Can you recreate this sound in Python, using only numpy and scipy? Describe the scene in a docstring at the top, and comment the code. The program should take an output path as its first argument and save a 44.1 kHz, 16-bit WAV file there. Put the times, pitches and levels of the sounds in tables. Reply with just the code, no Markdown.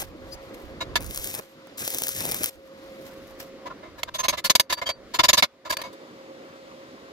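"""Arc welding outdoors. The arc flashes briefly over a yard's hum and steady machine tone, while wind
buffets two microphone ports. Cooling slag fizzes, a small part clinks and a hammer knocks twice.
From 1 s to 2.5 s the arc burns twice more: its sparks hiss, single discharges spit, and it growls.
The slag fizzes again. From 3.7 s to 6 s the hammer knocks it off, exciting the normal modes of the
steel bar and of its own head; the crowded knocks fade in and are cut short. The yard hums on."""
import sys
import numpy as np
from scipy import signal
from scipy.fft import rfft, irfft, next_fast_len
from scipy.io import wavfile
from scipy.ndimage import uniform_filter1d, map_coordinates

SR = 44100
rng = np.random.default_rng(int(sys.argv[2]) if len(sys.argv) > 2 else 0)


def store_pcm(level_fs):
    """Save levels as 16-bit WAV."""
    pcm = np.round(np.clip(level_fs, -1, 1) * 32767).astype(np.int16)
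    wavfile.write(sys.argv[1], SR, np.atleast_2d(pcm).T)


N = 314300
T = np.arange(N) / SR


def amp(db):
    return 10 ** (np.asarray(db) / 20)


def unit(x):
    return x / np.sqrt(np.mean(x ** 2) + 1e-20)


def along(points, hz):
    """Interpolation of (frequency [Hz], value) points on a logarithmic axis."""
    f, v = np.transpose(points)
    return np.interp(np.log(hz + 1), np.log(f + 1), v)


def curves(*tables):
    """Linear interpolation in time of each column after the first."""
    s, *cols = np.transpose(np.concatenate(tables))
    return [np.interp(T, s, c) for c in cols]


def gate(tables):
    """A soft-edged window: 1 within each table's time span, 0 outside."""
    inside = sum((T >= rows[0][0]) & (T <= rows[-1][0]) for rows in tables)
    return uniform_filter1d(inside * 1., size=300)


def wobble(rate):
    """Smooth random modulation, rate knots a second."""
    return map_coordinates(rng.standard_normal(int(N * rate / SR) + 4), [T * rate])


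def filtered(x, response):
    """Linear filtering by a complex frequency response."""
    m = next_fast_len(x.shape[-1] + 4096)
    return irfft(rfft(x, m) * response(np.fft.rfftfreq(m, 1 / SR)), m)[..., :x.shape[-1]]


def coloured(x, spectrum):
    """Zero-phase filtering by (frequency [Hz], gain [dB]) points."""
    return filtered(x, lambda hz: amp(along(spectrum, hz)))


def ports(x, coherence, lag):
    """Partial coherence: two signals mix into two ports, the left delayed by lag samples."""
    def mix(hz):
        turn = np.arccos(np.clip(along(coherence, hz), 0, 1)) / 2
        shift = np.exp(-1j * np.pi * hz * lag / SR)
        return np.array([[shift * np.cos(turn), shift * np.sin(turn)],
                         [np.cos(turn) / shift, -np.sin(turn) / shift]])
    return filtered(x[None], mix).sum(axis=1)


def rush(spectrum, patchy_db):
    """Two uncorrelated noises of unit rms, sharing random patches of gain in time and frequency."""
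    z = signal.stft(rng.standard_normal((2, N)), nperseg=512)[2]
    field = uniform_filter1d(uniform_filter1d(rng.standard_normal(z.shape[1:]), 6, 0), 10, 1)
    pair = signal.istft(z * amp(patchy_db * unit(field)), nperseg=512)[1][:, :N]
    return unit(coloured(pair, spectrum))


# spectrum of the discharge: (frequency [Hz], spectral level [dB])
PLASMA = [(290, -22), (500, -19), (2390, 2), (3260, 2.5), (4310, -0.5), (5710, 4), (7440, 4), (10300, 0),
          (12700, 9.5), (15300, -2.5), (17000, -32)]
def plasma_hiss():
    """Shot noise: dense sparks over a fluttering Gaussian hiss."""
    strength = amp(5 * rng.exponential(size=(2, N)).clip(0, 3))
    sparks = strength * rng.standard_normal((2, N)) * (rng.random(N) < .012)
    crackle = (rng.standard_normal((2, N)) + .4 * unit(sparks)) * amp(1.5 * wobble(60) + 1.5 * wobble(250))
    return unit(coloured(crackle, PLASMA))


def small_spits(hiss_db, burning, per_s=24):
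    """A Poisson process of small discharges whose strength follows the hiss."""
    at = np.flatnonzero((rng.random(N) < per_s / SR) & (burning > .99) & (T > .01))
    db = hiss_db[at] + 18 + 3.5 * rng.standard_normal(N)[at]
    return list(zip(T[at], db, db - 6))


# the loudest discharges: (time [s], spit level [dB], thump level [dB])
SPITS = [(1.0071, -16, -8), (1.019, -23, -11), (1.0254, -18, -3), (1.0328, -19, -8), (1.045, -18, -22),
         (1.0644, -15.5, -17), (1.11, -10, -29), (1.1472, -9.5, -28), (1.1606, -9.5, -26),
         (1.1755, -4, -29), (1.1874, -17.5, -20), (1.1976, -16.5, -15), (1.244, -6.5, -34),
         (1.2733, -8, -24), (1.342, -7.5, 2), (1.3504, -6.5, -23), (1.6725, -32, -4), (1.782, -13.5, -29),
         (1.851, -10.5, -25), (1.8781, -0.5, 7), (1.9043, -6, -35), (1.9468, -2, -23), (1.9746, -13, -25),
         (1.9854, -1.5, -27), (2.0205, -3, 8), (2.0368, 0, -19), (2.07, -3.5, -21), (2.0834, -3, -9),
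         (2.091, -1, -9), (2.2062, -4.5, -19), (2.254, -4.5, 8), (2.2635, -13.5, -9), (2.291, -5.5, -11),
         (2.3145, -3, -17), (2.32, -1, 1), (2.345, -2, -4), (2.377, -18, -11), (2.4344, -0.5, -15),
         (2.4424, 5, -12), (2.4597, -1, -35)]
def spits(hiss_db, burning):
    """Impulsive discharges: a sharp front in a short fizzle, and a damped 500 Hz resonance as thump."""
    snaps, kicks, t = np.zeros((2, N)), np.zeros(N), np.arange(-60, 300) / SR
    fizzle = amp(-18 - np.abs(t) * np.where(t < 0, 9000, 3500) / 0.78)
    for s, db, thump_db in SPITS + small_spits(hiss_db, burning):
        burst = fizzle * rng.standard_normal((2, len(t))) * [[1], [.5]]
        burst[0, 59:62] += -.3, 1.4, -.8  # the front
        snaps[:, round(s * SR) - 60:][:, :len(t)] += amp(db) * burst
        kicks[round(s * SR)] = amp(thump_db)
    snaps = filtered(snaps, lambda hz: amp(.3 * along(PLASMA, hz)))  # broader in band than the hiss
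    thumps = filtered(kicks, lambda f: 700j * f / (500 ** 2 - f * f + 700j * f) * 700 / (700 + 1j * f))
    return snaps, thumps


# reflections from the bench: (delay [ms], gain [dB])
BENCH_ECHOES = [(.52, -21.5), (1.25, -34), (1.9, -19.5)]
def bench_response(hz):
    """Comb filtering: direct sound interferes with its reflections."""
    return 1 + sum(amp(db) * np.exp(-2j * np.pi * hz * ms / 1000) for ms, db in BENCH_ECHOES)


# three burns, each a list of (time [s], hiss level [dB], growl level [dB])
BURNS = [
    [(0, -26.5, -36), (.027, -35, -33), (.032, -40, -50)],
    [(0.98, -57, -48), (1.022, -47.5, -42.5), (1.13, -41, -57), (1.26, -33.5, -43), (1.396, -38.5, -37.5),
     (1.405, -61, -55)],
    [(1.775, -31, -43), (1.807, -31.5, -37), (1.97, -34.5, -48.5), (2.113, -31.5, -47), (2.271, -32, -37.5),
     (2.39, -35, -46), (2.42, -32.5, -37), (2.498, -32.5, -44)],
]
def arc():
    """A gas discharge radiates broadband noise: hiss and spits with their echoes, over a low growl."""
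    hiss_db, growl_db = curves(*BURNS)
    burning = gate(BURNS)
    hiss = amp(hiss_db) * burning * plasma_hiss()
    snaps, thumps = spits(hiss_db, burning)
    bright = ports(filtered(hiss + snaps, bench_response), [(500, .92), (3000, .9), (15000, .7)], lag=-8.5)
    lean_left = [(2000, .3), (6000, .3), (13000, 4)]
    bright = filtered(bright, lambda hz: amp(along(lean_left, hz) * np.array([[1], [-1]])))
    growl = rush([(25, -44), (90, -6), (220, -5), (600, -5.5), (1000, -14), (2500, -12.5), (5000, -62)],
                 patchy_db=3.5)
    growl *= amp(growl_db + 2.5 * wobble(70) + 3 * wobble(25)) * burning
    return bright + thumps + ports(growl, [(200, 0.99), (2000, 0.46)], lag=-12.5)


# spectra of the yard's hum and of its airy hiss: (frequency [Hz], spectral level [dB])
HUM = [(35, -45.5), (60, -22.5), (182, -10.5), (232, -6), (313, -2), (469, -7.5), (540, -3.5), (600, -9),
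       (852, -17), (1090, -12), (1600, -18), (2620, -26.5), (4000, -32.5), (5200, -47), (8800, -120)]
AIR = [(1180, -22), (2000, -2), (2590, -7.5), (3610, -6.5), (4990, -9), (5910, -14.5), (6700, -14.5),
       (8380, -22), (15100, -27), (17000, -58)]
# the background sinks and returns: (time [s], hum level [dB], hiss level [dB], tone level [dB])
YARD_LEVELS = [(0.0, -49.5, -61.5, -55), (0.27, -45.5, -55.5, -50.5), (0.466, -43, -54, -45),
               (0.65, -43.5, -56.5, -55), (0.9, -41.5, -54, -58), (1.45, -52.5, -62, -56),
               (1.7, -47.5, -54.5, -52.5), (2.52, -55.5, -64, -52.5), (2.83, -46, -54.5, -46),
               (3.456, -46.5, -55.5, -45.5), (3.8, -46, -56.5, -57.5), (4.02, -51, -57.5, -64),
               (4.65, -54, -69, -57.5), (4.93, -51.5, -64, -53.5), (5.12, -47.5, -54.5, -54),
               (5.47, -57, -64.5, -63), (5.64, -56, -65, -60.5), (5.88, -46, -56, -47),
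               (6.03, -46.5, -54.5, -57.5), (6.292, -45.5, -55, -45.5), (6.6, -46.5, -54.5, -56),
               (6.75, -45, -54, -45.5), (7.127, -45.5, -54.5, -52)]
# the yard's direction shifts twice: (start [s], end [s], lag of the left port [samples])
YARD_LAGS = [(0, 3.1, -8), (3.1, 5.85, 3), (5.85, 7.2, 12)]
def yard():
    """Ambient noise and a wavering machine tone, given a direction by the arrival-time difference."""
    hum_db, hiss_db, tone_db = curves(YARD_LEVELS)
    tone_hz = 537.3
    tone = np.sqrt(2) * amp(tone_db + 0.73 * wobble(7.1) + 3.1 * wobble(22))
    tone *= np.sin(2 * np.pi * tone_hz * T + 0.54 * wobble(21))
    far = amp(hum_db + 0.16 * wobble(12)) * rush(HUM, patchy_db=1.97)
    far += amp(hiss_db) * rush(AIR, patchy_db=.4)
    far[0] += tone
    coherence = [(200, 0.98), (1500, 0.55), (4000, 0.17), (9000, 0.3)]
    return sum(gate([[(start,), (end,)]]) * ports(far, coherence, lag) for start, end, lag in YARD_LAGS)


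# strength of the buffeting: (time [s], level [dB])
GUSTS = [(0.0, -47.5), (0.67, -52.5), (0.99, -38), (1.25, -46), (1.43, -86), (1.72, -73), (1.94, -69),
         (2.34, -52), (2.52, -75), (3.29, -58), (3.71, -61), (4.4, -54.5), (4.64, -78.5), (5.13, -55),
         (5.29, -56.5), (5.47, -79), (5.83, -76), (7.12, -75)]
# its spectrum: (frequency [Hz], spectral level [dB])
RUMBLE = [(12, -26), (20, -4.5), (70, 3), (172, -7.5), (226, -26.5), (300, -21.5), (390, -39), (660, -120)]
def wind():
    """Turbulent pressure buffets the ports, fluctuating slowly on the left and fast on the right."""
    lumps = amp(2.6 * np.array([wobble(5.1), wobble(39)]))
    rumble = ports(rush(RUMBLE, patchy_db=3), [(30, 0.5), (150, 0.84)], lag=0)
    return amp(curves(GUSTS)[0] + [[-1.6], [1.6]]) * unit(lumps * rumble)


# fizzes of slag: (peak time [s], level [dB], 20 dB swell time [s], 20 dB fade time [s])
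FIZZES = [(0.038, -42.5, 0.0044, 0.052), (.334, -53.5, 0.18, .03), (.43, -59.5, 0.056, .25),
          (.546, -42.5, 0.01, 0.013), (.6, -54, 0.053, 0.17), (1.405, -48, 0.0062, 0.17),
          (2.502, -49, .004, 0.11), (2.674, -62, .05, 0.027), (2.78, -60.5, 0.12, 2.5),
          (3.068, -49, .08, 0.056), (3.142, -58, 0.069, .02), (3.28, -60, 0.13, .06),
          (3.403, -38, 0.016, 0.054), (3.668, -85, 0.01, 0.014), (3.99, -60, .025, .06)]
def slag_fizz(cold_s=3.5):
    """Cooling slag emits treble noise that grows and decays exponentially; the long fizz ends at cold_s."""
    fizz = rush([(2500, -1.5), (5000, -4), (9000, -10), (13000, -5), (16000, -13)], patchy_db=-1)
    level = np.zeros(N)
    for s, db, swell, fade in FIZZES:
        drop_db = 20 * np.where(T < s, (s - T) / swell, (T - s) / fade)
        level += amp(db - drop_db) * ((T < cold_s) | (fade < 1))
    flicker = amp(1.7 * wobble(72) + 2.3 * wobble(260))
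    return level * flicker * ports(fizz, [(5000, 0.34)], lag=-7)


def cut_envelope(t, rise, length):
    """Amplitude envelope that fades in and is cut short; a faint remnant decays exponentially."""
    fall = np.clip((t - rise) / (length - rise), 0, None) ** 2.3
    return np.sin(np.pi / 2 * np.clip(t / rise, 0, 1)) ** 2 * (amp(-19 * fall) + amp(-21 - 60 * t / 0.1))


# phase difference of the modes between the ports: (frequency [Hz], lead of the left port [rad])
PHASE_LEADS = [(620, 1.07), (1030, -1.7), (1810, 1.64), (2500, -4.5), (3620, 2.3), (4740, -1), (7060, -2),
               (8700, 0)]
def ringing(modes, t, spread_db, phase_scatter):
    """Beating: each resonance is three close modes of random strength, phased differently at each port."""
    hz, width, db = np.transpose(np.repeat(modes, 3, axis=0))[:, :, None]
    detune, start, strength, skew, lean = rng.standard_normal((5, *hz.shape))
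    place = np.arange(len(hz))[:, None] % 3 - 1  # below, at and above the centre
    phase = 2 * np.pi * (hz + width * (0.49 * place + 0.2 * detune)) * t + 3 * start
    cluster_strength = np.repeat(strength[::3], 3, axis=0)[::-1]
    gain = amp(db - 1.3 * np.abs(place) + spread_db * (strength + cluster_strength)) * np.sqrt(width)
    lead = along(PHASE_LEADS, hz) / 2 + phase_scatter * skew * np.clip(hz / 3500, .3, 1.6)
    return np.array([(gain * np.sin(phase + side * lead) * amp(side * 2.5 * lean)).sum(axis=0)
                     for side in (1, -1)])


# resonances of a small steel part: (frequency [Hz], width [Hz], level [dB])
PART_MODES = [(4290, 25, -12), (4940, 11, 5), (6240, 24, -9), (10700, 20, -12), (11900, 28, -37),
              (13800, 25, -27)]
def clink():
    """Free vibration of a small steel part, heard for a moment."""
    out, t = np.zeros((2, N)), np.arange(SR // 16) / SR
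    ring = unit(ringing(PART_MODES, t, spread_db=0.6, phase_scatter=0.3))
    ring += 0.4 * rng.standard_normal((2, len(t)))
    out[:, round(.314 * SR):][:, :len(t)] = amp(-37.5) * ring * cut_envelope(t, rise=0.019, length=0.043)
    return out


# loose slag: (frequency [Hz], spectral level [dB])
CLATTER = [(88, -46), (150, -15.5), (437, -21.5), (624, -3), (856, -19.5), (983, -8), (1520, -19),
           (1710, -15), (1850, -14), (4700, -10.5), (8500, -21.5), (12400, -17.5), (15400, -26),
           (17000, -46)]
def slag_rattle(t):
    """Rattling slag fills the gaps between the modes with a continuous spectrum."""
    noise = unit(coloured(rng.standard_normal((2, len(t))), CLATTER))
    return ports(noise, [(500, 0.81), (3000, 0.23), (9000, 0.29)], lag=1.33)


# resonances of the bar and its bench: (frequency [Hz], width [Hz], level [dB])
BAR_MODES = [(339, 120, -17), (624, 120, -8), (1000, 81, -1), (1410, 29, -14), (1727, 36, -3),
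             (2190, 120, -7), (2800, 77, -11), (3570, 110, -6), (3810, 51, -6), (4060, 56, -6),
             (4740, 55, -4), (5440, 62, -13), (6350, 44, -7), (7080, 56, -8), (7420, 54, -18),
             (7970, 140, -23), (8190, 36, -23), (9150, 110, -20), (9730, 100, -21), (10100, 74, -22),
             (11000, 83, -19), (11600, 120, -17), (12000, 180, -18), (12900, 61, -20), (13900, 50, -25),
             (14100, 34, -26), (14900, 83, -20)]
def struck_bar(t, rattle, db, bright_db):
    """Impact excites the bar's modes and shakes its stand; softer knocks are bassier and duller."""
    thud = unit(filtered(rng.standard_normal((2, len(t))), lambda hz: hz ** 2 / (1 + (hz / 85) ** 4.9)))
    body = unit(ringing(BAR_MODES, t, spread_db=3.5, phase_scatter=0.6)) + rattle
    thud_db = -29.5 - 0.35 * db - 0.6 * bright_db
    bass_db = -8 - 0.47 * db - 0.69 * bright_db
    treble_db = 0.97 + 0.16 * db + 0.87 * bright_db
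    tilt = [(700, bass_db - 5), (900, bass_db), (1300, bass_db), (2100, 0.5 * bass_db), (4500, 0.012),
            (7300, 0.22 * treble_db), (8200, treble_db)]
    return coloured(body, tilt) + amp(thud_db) * thud


def crack(t, rattle, rise_ms, t60=0.018):
    """Contact transient near 3 kHz: the sharper the onset, the louder it is."""
    noise = unit(filtered(rattle[:, ::-1], lambda hz: 0.29 + 1 / (1 + ((hz - 3000) / 570) ** 2)))
    return amp(7 - 2 * rise_ms - 60 * t / t60) * (t > 0) * noise


# modes of the hammer head: (frequency [Hz], 60 dB decay time [s])
HEAD_MODES = [(4620, 0.15), (6350, .06)]
def head_ring(t, envelope, rise, levels_db):
    """Damped free vibration: the head's two modes sound with the knock and ring on after it."""
    window = np.clip(t / (rise + .002), 0, 1) * np.cos(np.pi / 2 * t / t[-1])
    ring = np.zeros((2, len(t)))
    for (hz, t60), db, tail_db in zip(HEAD_MODES, levels_db, (10, -18)):
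        tail = amp(tail_db - 60 * t / t60) * window
        ring += amp(db) * (envelope + tail) * np.sin(2 * np.pi * hz * t + rng.uniform(0, 0.85, (2, 1)))
    return ring


# hammer blows: (time [s], rise [ms], length [ms], level [dB], brightness [dB], long head ring [dB],
# short head ring [dB], favoured mode [Hz], its relative level [dB])
KNOCKS = [(0.805, 9.7, 35, -35, -2.5, -37, -32, 3840, 7), (0.956, 1.35, 25, -20, -3, -31, -34, 3750, -10),
          (3.656, 16.2, 33, -44, -2, -42, -44, 2010, -2), (3.7, 9.8, 35, -56.5, -7.5, -39, -37, 1450, -3),
          (3.828, 6.7, 80, -58.5, -3.5, -37, -37, 2070, 6.5),
          (3.978, 16, 34, -47.5, 4.5, -37, -37, 2050, -16),
          (4.032, 0.88, 8.7, -25.5, 2, -38, -39, 2214, -8), (4.076, 16, 22.4, -46, -4, -37, -37, 1584, 5),
          (4.141, 9.6, 35, -33, 6, -37, -6, 3490, 3.5), (4.185, 15, 36.5, -28.5, 3, -40, -24, 6360, 6),
          (4.233, 14.7, 36.3, -27, -0.5, -39, -5, 4280, -6),
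          (4.283, 2.07, 30, -19, 2, -25, -0.5, 6350, -16), (4.325, 9.8, 36, -34, -4, -37, -34, 2100, -10),
          (4.372, 12.5, 36, -32, 3.5, -40, -22, 2050, -2), (4.442, 9.6, 38, -22, 5, -33, -17, 4370, -3),
          (4.498, 3.9, 22, -12.5, -2, -41, -39, 4720, -19),
          (4.552, 2.4, 16, -12.5, 2.5, -52, -31, 4710, -2), (4.597, 1.2, 17.3, -14, 3, -39.5, -6, 4680, -2),
          (4.697, 8.2, 37, -28.5, -0.7, -16, -34, 2050, -5),
          (4.724, 3.2, 25.4, -22.5, 3.5, -16.5, -36, 1717, -5),
          (4.771, 15, 35.4, -41.5, 0.5, -4, -37, 1660, -6),
          (4.815, 4.1, 32, -35.5, -4.5, -39, -40, 2110, 5.5),
          (4.86, 13, 30, -32.5, 0, -5.5, -39, 3195, 8.5), (4.89, 2.94, 28.8, -28, -2, -6.5, -28, 3210, -4),
          (5.138, 10.5, 37, -28.5, 1.5, -36, -36, 4260, -4.5),
          (5.189, 7.7, 27.6, -16, -9.5, -42.5, -37, 4870, -10),
          (5.234, 8.2, 30.8, -14.5, -3.5, -35, -34.5, 4870, -5),
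          (5.285, 7.6, 26, -11, -4, -42, -34, 4750, -5.5), (5.331, 2.3, 26.2, -15, -1, -41, -40, 4790, -8),
          (5.372, 11, 33.8, -17, -1, -32, -35, 4740, -2),
          (5.424, 2, 29.3, -16, -6.5, -46.5, -39.5, 4740, -6),
          (5.65, 8.2, 44.5, -43.5, -1.5, -18, -36, 1397, 0), (5.698, 12, 20.6, -25, 3.5, -10, -37, 1660, 3),
          (5.72, 7.4, 27.4, -28, 2.5, -37, -37, 2030, -10), (5.769, 1.6, 8.3, -27, 3, -19, -38, 5490, -12),
          (5.784, 8, 43, -44.5, 1, -9, -37, 2440, -11), (5.816, 1.6, 13.4, -33, 5.5, -35, -35, 1810, -2),
          (5.835, 5.5, 63, -45, 0.5, -34, -10, 2200, 3.5), (5.927, 5.5, 28, -55, 15, -37, -37, 3600, 3)]
def hammer():
    """Modal superposition: bar and head ring at each blow, and the spot struck favours one mode."""
    out, t = np.zeros((2, N + SR)), np.arange(SR // 8) / SR
    pan_db = np.array([[-.5], [.5]])
    for s, rise_ms, length_ms, db, bright_db, long_db, short_db, spot_hz, spot_db in KNOCKS:
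        rise = rise_ms / 1000
        lead = .35 * rise  # the fade-in starts before the knock is heard
        envelope = cut_envelope(t, rise + lead, length_ms / 1000 + lead)
        rattle = slag_rattle(t)
        bar = struck_bar(t, rattle, db, bright_db)
        spot = amp(spot_db) * np.sin(2 * np.pi * spot_hz * t + rng.uniform(0, 3.7, (2, 1)))
        knock = (bar + spot) * envelope + crack(t - lead, rattle, rise_ms)
        knock += head_ring(t, envelope, rise, (long_db, short_db))
        out[:, round((s - lead) * SR):][:, :len(t)] += amp(db + pan_db) * knock
    return out[:, :N]


def scene():
    """Linear superposition of all sources at the two ports."""
    return hammer() + clink() + arc() + yard() + slag_fizz() + wind()


# microphone response: (frequency [Hz], gain [dB])
MIC_RESPONSE = [(100, 0), (15600, -1.5), (16000, -10), (17000, -28)]
# colour difference of the ports: (frequency [Hz], left minus right [dB])
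PORT_BALANCE = [(60, -5.5), (110, 2.5), (200, -2.5), (380, -0.5), (700, -3), (1290, 2), (2380, 1),
                (4400, 1), (8120, 1.5), (15000, -6.5)]
def record(dry, top_hz=17150):
    """Saturation rounds the peaks; the microphone then colours each port and limits the band."""
    def response(hz):
        db = along(MIC_RESPONSE, hz) + along(PORT_BALANCE, hz) * np.array([[.5], [-.5]])
        return amp(db) * (hz < top_hz)
    soft = dry / (1 + np.abs(dry / 1.1) ** 4) ** (1 / 4)
    return filtered(soft, response)


dry = scene()
out = record(dry)
store_pcm(out)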